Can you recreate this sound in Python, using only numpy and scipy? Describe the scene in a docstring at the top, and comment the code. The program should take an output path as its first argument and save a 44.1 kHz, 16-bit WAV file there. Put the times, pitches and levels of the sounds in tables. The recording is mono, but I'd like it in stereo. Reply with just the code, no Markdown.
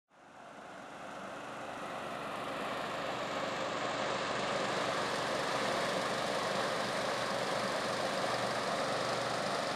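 """A paved lot, some way off from a petrol-driven fan blowing cold air into a balloon on the ground.
The blades roar, a thin whine rides on top, and the one-cylinder four-stroke engine drones and clatters.
Another motor's hum sinks toward the engine's own, so their fast flutter slows to a deep throb.
The sound fades in while the stereo microphone turns: the fan moves from the shaded right to the open
left, and the echo off the pavement colours it."""
import sys
import numpy as np
from scipy import signal
from scipy.fft import rfft, irfft, next_fast_len
from scipy.io import wavfile

SR = 44100
rng = np.random.default_rng(int(sys.argv[2]) if len(sys.argv) > 2 else 0)


def digitize_waveform(pressure):
    """Quantize a signal to 16-bit integers and store it at the path in sys.argv[1].

    Rows of a 2-D input are taken as channels; values are limited to [-1, 1].
    """
    field = np.atleast_2d(pressure).T
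    bounded = np.clip(field, -1, 1)
    quanta = np.round(bounded * 32767).astype(np.int16)
    wavfile.write(sys.argv[1], SR, quanta)


N = 429975
TIME_S = np.arange(N) / SR
FIRING_HZ = 24.06


def from_db(db):
    """Decibels to gain."""
    return 10 ** (np.asarray(db) / 20)


def rms_one(x):
    """Scale to unit power."""
    return x / np.sqrt(np.mean(x ** 2) + 1e-20)


def at_hz(points, hz):
    """Every column of a spectrum, joined on a log-frequency axis."""
    knots, *columns = np.transpose(points)
    return [np.interp(np.log(hz + 1), np.log(knots), column) for column in columns]


def at_time(points, time_s):
    """Every column of a timeline, joined by straight lines."""
    knots, *columns = np.transpose(points)
    return [np.interp(time_s, knots, column) for column in columns]


def drift(rate_hz):
    """A random wander of spread 1, changing about rate_hz times a second."""
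    step, settle = 40, 2000
    pole = np.exp(-2 * np.pi * step * rate_hz / SR)
    noise = rng.standard_normal(N // step + settle + 2)
    slow = signal.lfilter([1], [1, -2 * pole, pole * pole], noise)[settle:]
    return np.interp(np.arange(N) / step, np.arange(len(slow)), rms_one(slow))


def resonate(x, hz, width_hz):
    """One resonance with gain 1 at its peak."""
    radius = np.exp(-np.pi * width_hz / SR)
    feedback = [1, -2 * radius * np.cos(2 * np.pi * hz / SR), radius ** 2]
    return signal.lfilter(np.array([1, 0, -1]) * (1 - radius ** 2) / 2, feedback, x)


def turbulence(spectrum):
    """Coloured stereo noise of rms 1; scattered sound sets the two channels apart."""
    # likeness of left and right: frequency_hz, likeness_ratio
    likeness = [(30, .35), (75, 0.87), (140, 0.97), (400, 0.98), (700, 1), (1300, 0.94), (2200, 0.69),
                (4000, 0.66), (9000, 1), (14000, 1)]
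    size = next_fast_len(N)
    hz = np.arange(size // 2 + 1) * SR / size
    mid, side = rfft(rng.standard_normal((2, size)))
    alike = np.clip(at_hz(likeness, hz)[0], 0, 1)
    stereo = np.sqrt(1 + alike) * mid + np.sqrt(1 - alike) * side * [[1], [-1]]
    return rms_one(irfft(stereo * from_db(at_hz(spectrum, hz)[0]), size)[:, :N])


def partials(turns, harmonics, scatter_rad, waver_db):
    """Harmonics of a rotation, loosely in step, each wavering in the moving air."""
    out = np.zeros(N)
    for order, level_db in harmonics:
        angle = 2 * np.pi * round(order) * turns + scatter_rad * rng.standard_normal()
        out += np.sqrt(2) * from_db(level_db + waver_db * drift(1.23)) * np.cos(angle)
    return out


def fade(start_s=0.071, rise_s=4.4, top_db=0.22, ease_db_per_s=0.2646):
    """Gain over time: the sound fades in, then eases off very slowly."""
    age_s = TIME_S - start_s
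    rise = np.clip(age_s / rise_s, 1e-4, 1) ** 0.68
    return rise * from_db(top_db - ease_db_per_s * np.maximum(age_s - rise_s, 0))


def blade_roar(cycle, whine_turns):
    """Torn air rings in the shroud, surges with the inflow and flutters with the shaft and the whine."""
    # air torn by the blades: frequency_hz, density_db
    roar_spectrum = [(25, -39), (60, -29), (110, -20), (250, -7.5), (300, -6.5), (350, -4), (440, -6),
                     (560, -2.5), (700, -0.5), (860, -3.3), (970, -5), (1100, -4), (1240, -4.2), (1400, -6),
                     (1800, -9), (2400, -14.5), (3800, -14.5), (4500, -18.5), (5000, -21), (6200, -25),
                     (9000, -28), (14500, -49)]
    # swells in the moving air: peak_s, length_s, boost_db
    swells = [(5.75, 0.75, 1.35), (6.65, 0.27, 0.8)]
    air = turbulence(roar_spectrum)
    shroud = 0.69 * resonate(air, hz=538, width_hz=26)
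    swell_db = sum(boost_db * np.cos(np.pi * np.clip((TIME_S - peak_s) / length_s, -0.5, 0.5)) ** 2
                   for peak_s, length_s, boost_db in swells)
    surge = from_db(swell_db + 0.31 * drift(4.0) + 0.27 * drift(52))
    shaft_turns = 2 * cycle
    flutter = 1 + 0.018 * np.cos(2 * np.pi * shaft_turns) + 0.054 * np.cos(2 * np.pi * whine_turns)
    return from_db(-35.5) * (air + shroud) * surge * flutter


def thin_whine(turns):
    """A nearly steady tone that keeps its own pitch above the engine."""
    # partials of the whine: harmonic_number, level_db
    harmonics = [(1, -54.5), (3, -71), (4, -55.5), (5, -64)]
    return partials(turns, harmonics, scatter_rad=1.7, waver_db=2.5)


def stroke(cycle, start_cycles, rise_s, decay_s, uneven_db):
    """The envelope of one burst per engine cycle, each of its own strength; rms 1."""
    turns = cycle - start_cycles + 2
    age_s = turns % 1 / FIRING_HZ
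    strength = from_db(uneven_db * rng.standard_normal(N // 1000))
    return rms_one(strength[turns.astype(int)] * (1 - np.exp(-age_s / rise_s)) * np.exp(-age_s / decay_s))


def exhaust_drone(cycle, lag_cycles=0.04):
    """Exhaust pulses, each just behind the valve tap, merge into a drone."""
    # partials of the firing rate: harmonic_number, level_db
    harmonics = [(2, -75.5), (3, -73.5), (4, -71.5), (6, -58), (7, -58), (8, -63.5), (9, -53.5), (10, -56),
                 (12, -50), (13, -71), (15, -63), (16, -60.5), (19, -57.5), (20, -63), (22, -53), (23, -59),
                 (24, -60.5), (25, -58.5)]
    return partials(cycle - lag_cycles, harmonics, scatter_rad=0.89, waver_db=0.84)


def silencer_puffs(cycle, ring_hz=195.0, width_hz=25.4):
    """Each firing sends a puff of gas ringing through the silencer."""
    gas = rng.standard_normal(N)
    puffs = gas * stroke(cycle, start_cycles=-0.2, rise_s=0.0032, decay_s=0.0088, uneven_db=2.5)
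    ring = resonate(resonate(puffs, ring_hz, width_hz), ring_hz, width_hz)   # twice, for steep flanks
    return from_db(-51.0) * rms_one(ring)


def valve_clatter(cycle):
    """Two bright bursts a cycle: the exhaust valve, then the weaker, more uneven inlet valve."""
    # valve gear and cooling fins: frequency_hz, density_db
    clatter_spectrum = [(2500, -21), (4200, -8), (5000, 4), (6200, -3), (9000, -3), (11000, -10.5),
                        (14500, -22)]
    exhaust = stroke(cycle, start_cycles=-0.033, rise_s=0.002, decay_s=0.0088, uneven_db=1.5)
    inlet = stroke(cycle, start_cycles=0.34, rise_s=0.002, decay_s=0.0074, uneven_db=7.0)
    return from_db(-57.0) * turbulence(clatter_spectrum) * (exhaust + 0.27 * inlet)


def casing_rattle(cycle):
    """The engine casing rattles with each firing."""
    # the shaken engine casing: frequency_hz, density_db
    rattle_spectrum = [(500, -45), (1200, -12), (1900, 0.5), (2600, -4), (3700, -1.5), (4600, -11),
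                       (6500, -26), (12000, -50)]
    rattle = from_db(-53.5) * turbulence(rattle_spectrum)
    return rattle * stroke(cycle, start_cycles=-0.064, rise_s=0.0022, decay_s=0.023, uneven_db=1.5)


def valve_ticks(cycle, final_db=-42, uneven_db=3, growth_db_per_s=0.9):
    """The valve taps once a cycle, now and then hard; each tap strikes every mode with its own strength."""
    # taps that stand out: time_s, level_db
    hard_taps = [(6.4737, -39), (6.6398, -41), (6.8468, -38), (7.2609, -40), (7.5931, -37), (7.6755, -37),
                 (8.1743, -38), (8.3, -38), (8.3419, -33), (8.4248, -40), (8.5086, -37), (8.8827, -39),
                 (9.0069, -40), (9.0478, -37), (9.0902, -36), (9.1726, -42), (9.4639, -35), (9.5487, -36),
                 (9.5886, -40)]
    # ring of the tapped metal: pitch_hz, level_db, t60_s
    modes = [(4700, -9.5, 0.02), (4900, -6.5, 0.028), (5190, -8.5, .022), (6100, -13.5, .024)]
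    tap_at = np.flatnonzero(np.diff(np.floor(cycle)) > 0)
    count = len(tap_at)
    tap_db = final_db + uneven_db * rng.standard_normal(count) + growth_db_per_s * (tap_at - N) / SR
    for time_s, level_db in hard_taps:
        tap_db[np.argmin(abs(tap_at / SR - time_s))] = level_db
    out = np.zeros(N)
    for pitch_hz, mode_db, t60_s in modes:
        strength = from_db(tap_db + mode_db + 1.9 * rng.standard_normal(count))
        taps = np.full(N, 1e-18)
        taps[tap_at] = strength * rng.choice([-1, 1], count)
        radius, angle = from_db(-60 / (t60_s * SR)), 2 * np.pi * pitch_hz / SR
        out += signal.lfilter([0, np.sin(angle)], [1, -2 * radius * np.cos(angle), radius ** 2], taps)
    return out


def engine(cycle):
    """Everything the firings drive, emerging a little later than the roar."""
    exhaust = exhaust_drone(cycle) + silencer_puffs(cycle)
    metal = valve_clatter(cycle) + casing_rattle(cycle) + valve_ticks(cycle)
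    return (exhaust + metal) * fade() ** 0.1


def beating_hums(cycle, harmonic=5, cancel_s=8.7):
    """Another motor's hum sinks toward the engine's deep hum, so the beat between them slows."""
    # the other motor on the lot: time_s, above_engine_hum_hz, level_db
    other_motor = [(3.2, 9, -74), (3.9, 8.4, -67), (4.8, 5.57, -67), (6.5, 7.2, -66), (7.1, 6.1, -61),
                   (7.5, 4.5, -61), (7.95, 2.28, -58.5), (8.45, 1.84, -54), (8.7, 1.4, -57.5),
                   (9.15, .75, -56.5), (9.75, 2, -58)]
    above_hz, other_db = at_time(other_motor, TIME_S)
    beats = np.cumsum(above_hz) / SR
    beats -= np.interp(cancel_s, TIME_S, beats)   # the hums are in opposite phase at cancel_s
    turns = harmonic * cycle
    own = from_db(-58) * fade() ** 1.46 * np.cos(2 * np.pi * turns)
    other = from_db(other_db) * fade() * np.cos(2 * np.pi * (turns + beats))
    return np.sqrt(2) * (own - other)


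def turning_microphone(sound, shade_lag_ms=0.15, lag_top_hz=11500, shade_width=0.25):
    """The pavement echo combs the sound; turning shades and delays it differently at the two ports."""
    # the turn, shade 1 facing away from the fan and 0 open to it: time_s, shade_ratio, echo_delay_ms
    turn = [(0.202, 0.77, 1.38), (1.6, .72, 1.52), (3.2, 0.39, 1.74), (4.4, 0.22, 1.78), (5.1, 0.078, 1.76),
            (5.9, 0.0043, 1.8), (6.25, 0.019, 1.71), (7.3, -0.08, 1.775), (8, -0.099, 1.7),
            (8.55, -0.12, 1.73), (8.85, -0.2, 1.6), (9.6, -0.18, 1.62)]
    # pavement echo at each port: frequency_hz, left_gain, right_gain
    echo = [(300, 0.37, 0.35), (850, 0.25, 0.35), (1200, 0.15, .22), (1400, .15, 0.59), (1550, .13, 0.65),
            (1700, 0.13, .22), (1920, .08, 0.42), (2220, 0.097, 0.31), (2510, .08, 0.07), (2900, .03, .02)]
    # balance of the ports facing the open lot: frequency_hz, left_minus_right_db
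    port_balance = [(400, -0.5), (750, -0.1), (1000, 2), (1250, 2.5), (1450, 2), (1700, 3.5), (1950, -0.5),
                    (2450, -3.5), (3300, 7.5), (4600, 13), (6500, 6), (8500, 3.5), (12000, 0)]
    # phase between those ports: frequency_hz, left_lead_rad
    port_phase = [(100, -0.015), (400, 0.055), (860, 0.42), (1380, 0.46), (1680, -0.17), (2070, -0.09),
                  (2760, 1.2), (3300, 1.23), (5100, -0.4), (7000, -0.56)]
    # change when turned fully away: frequency_hz, left_db, right_db
    shadow = [(80, 0.5, 0.5), (189, -3.5, -4), (342, 3, 1.5), (430, -6, -5), (540, -6, -5.5),
              (784, -1.5, -4), (1110, -3.5, -2.5), (1410, -5.5, -0.3), (1780, -4.5, -4.5), (2560, -5.5, -4),
              (4630, -10.5, -0.5), (5900, -5, 8), (8800, -15, -4), (11700, -3.5, 1.5), (14000, -8, -8)]
    # narrow peaks and dips in the fan's tone that shift as the microphone turns:
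    # centre_hz, half_width_hz, left_db, right_db, strongest_shade_ratio, glide_hz_per_shade
    turning_peaks_and_dips = [(436, 22, 0, -1, .78, 0), (1070, 37, 2.5, .9, .61, -84),
                              (1380, 42, 3, -0.5, 0.58, 26), (1440, 40, 0.5, -8, 0.1, 0),
                              (1580, 63, 3.5, -1, 0.84, 467), (1915, 110, 6, -0.5, 0.087, -181),
                              (1900, 93, -8, 1.5, 0.75, 962), (1945, 160, 5.9, 0, .6, -402),
                              (2160, 67, -7, 4, 0.47, 456), (2240, 65, -2, -6.5, 0.66, 700),
                              (2470, 54, -6, -3.5, 0.4, 303), (2520, 220, 10.5, 3, 0.61, 512),
                              (2640, 130, 2, 5.5, 0.31, 92), (2090, 75, -0.5, 2, 0.21, 0),
                              (3500, 166, 0, 0.5, 0.55, -245), (4589, 235, -1, 3, 0.69, 62),
                              (5800, 300, -8.5, 4, 0.31, 317), (5950, 350, 0.5, -3, 0.82, 0),
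                              (5070, 400, -3.5, -1, 0.43, 0), (7430, 1400, 10.5, -0.3, 0.35, 158)]
    hz, frame_s, frames = signal.stft(sound, SR, nperseg=1024)
    hz = hz[:, None]
    shade, echo_ms = at_time(turn, frame_s)
    rad_per_ms = 2 * np.pi * hz / 1000
    pavement = 1 + np.clip(at_hz(echo, hz), 0, 0.9) * np.exp(-1j * rad_per_ms * echo_ms)
    sides = np.array([0.5, -0.5])[:, None, None]
    colour_db = sides * at_hz(port_balance, hz)[0] + shade * np.array(at_hz(shadow, hz))
    for centre_hz, half_width_hz, left_db, right_db, strongest_shade, glide_hz in turning_peaks_and_dips:
        shade_offset = shade - strongest_shade
        detune = (hz - centre_hz - glide_hz * shade_offset) / half_width_hz
        shape = np.exp(-(shade_offset / shade_width) ** 2) / (1 + detune ** 2)
        colour_db += np.array([left_db * shape, right_db * shape])
    lag_rad = rad_per_ms * shade * shade_lag_ms * np.minimum(1, lag_top_hz / (hz + 1))
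    lead_rad = (1 - shade) * at_hz(port_phase, hz)[0] - lag_rad
    heard = frames * pavement * from_db(colour_db) * np.exp(1j * sides * lead_rad)
    return signal.istft(heard, SR)[1][:, :N]


def scene(first_firing_s=0.0294, wander_s=0.0004, jitter_s=0.00004, whine_hz=271.1):
    """The fan across the lot; its governor holds the engine speed within a fraction of a percent."""
    cycle = FIRING_HZ * (TIME_S - first_firing_s + wander_s * drift(0.77) + jitter_s * drift(8.9))
    whine_turns = np.cumsum(whine_hz * (1 + 0.001938 * drift(1.376))) / SR
    fan = thin_whine(whine_turns) + blade_roar(cycle, whine_turns) + engine(cycle)
    return fade() * turning_microphone(fan) + beating_hums(cycle)   # the hums are too low to be shaded


def record(dry, start_s=0.024, rise_s=0.11, notch_hz=7900, notch_width_hz=130, cutoff_hz=15100):
    """The sound opens from silence; the microphone has one narrow notch, and the top is cut."""
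    opening = np.clip((TIME_S - start_s) / rise_s, 0, 1) ** 2
    notch = signal.iirnotch(notch_hz, notch_hz / notch_width_hz, fs=SR)
    lowpass = signal.ellip(12, 0.1, 80, cutoff_hz, fs=SR, output="sos")
    return signal.sosfilt(lowpass, signal.lfilter(*notch, dry * opening))


dry = scene()
out = record(dry)
digitize_waveform(out)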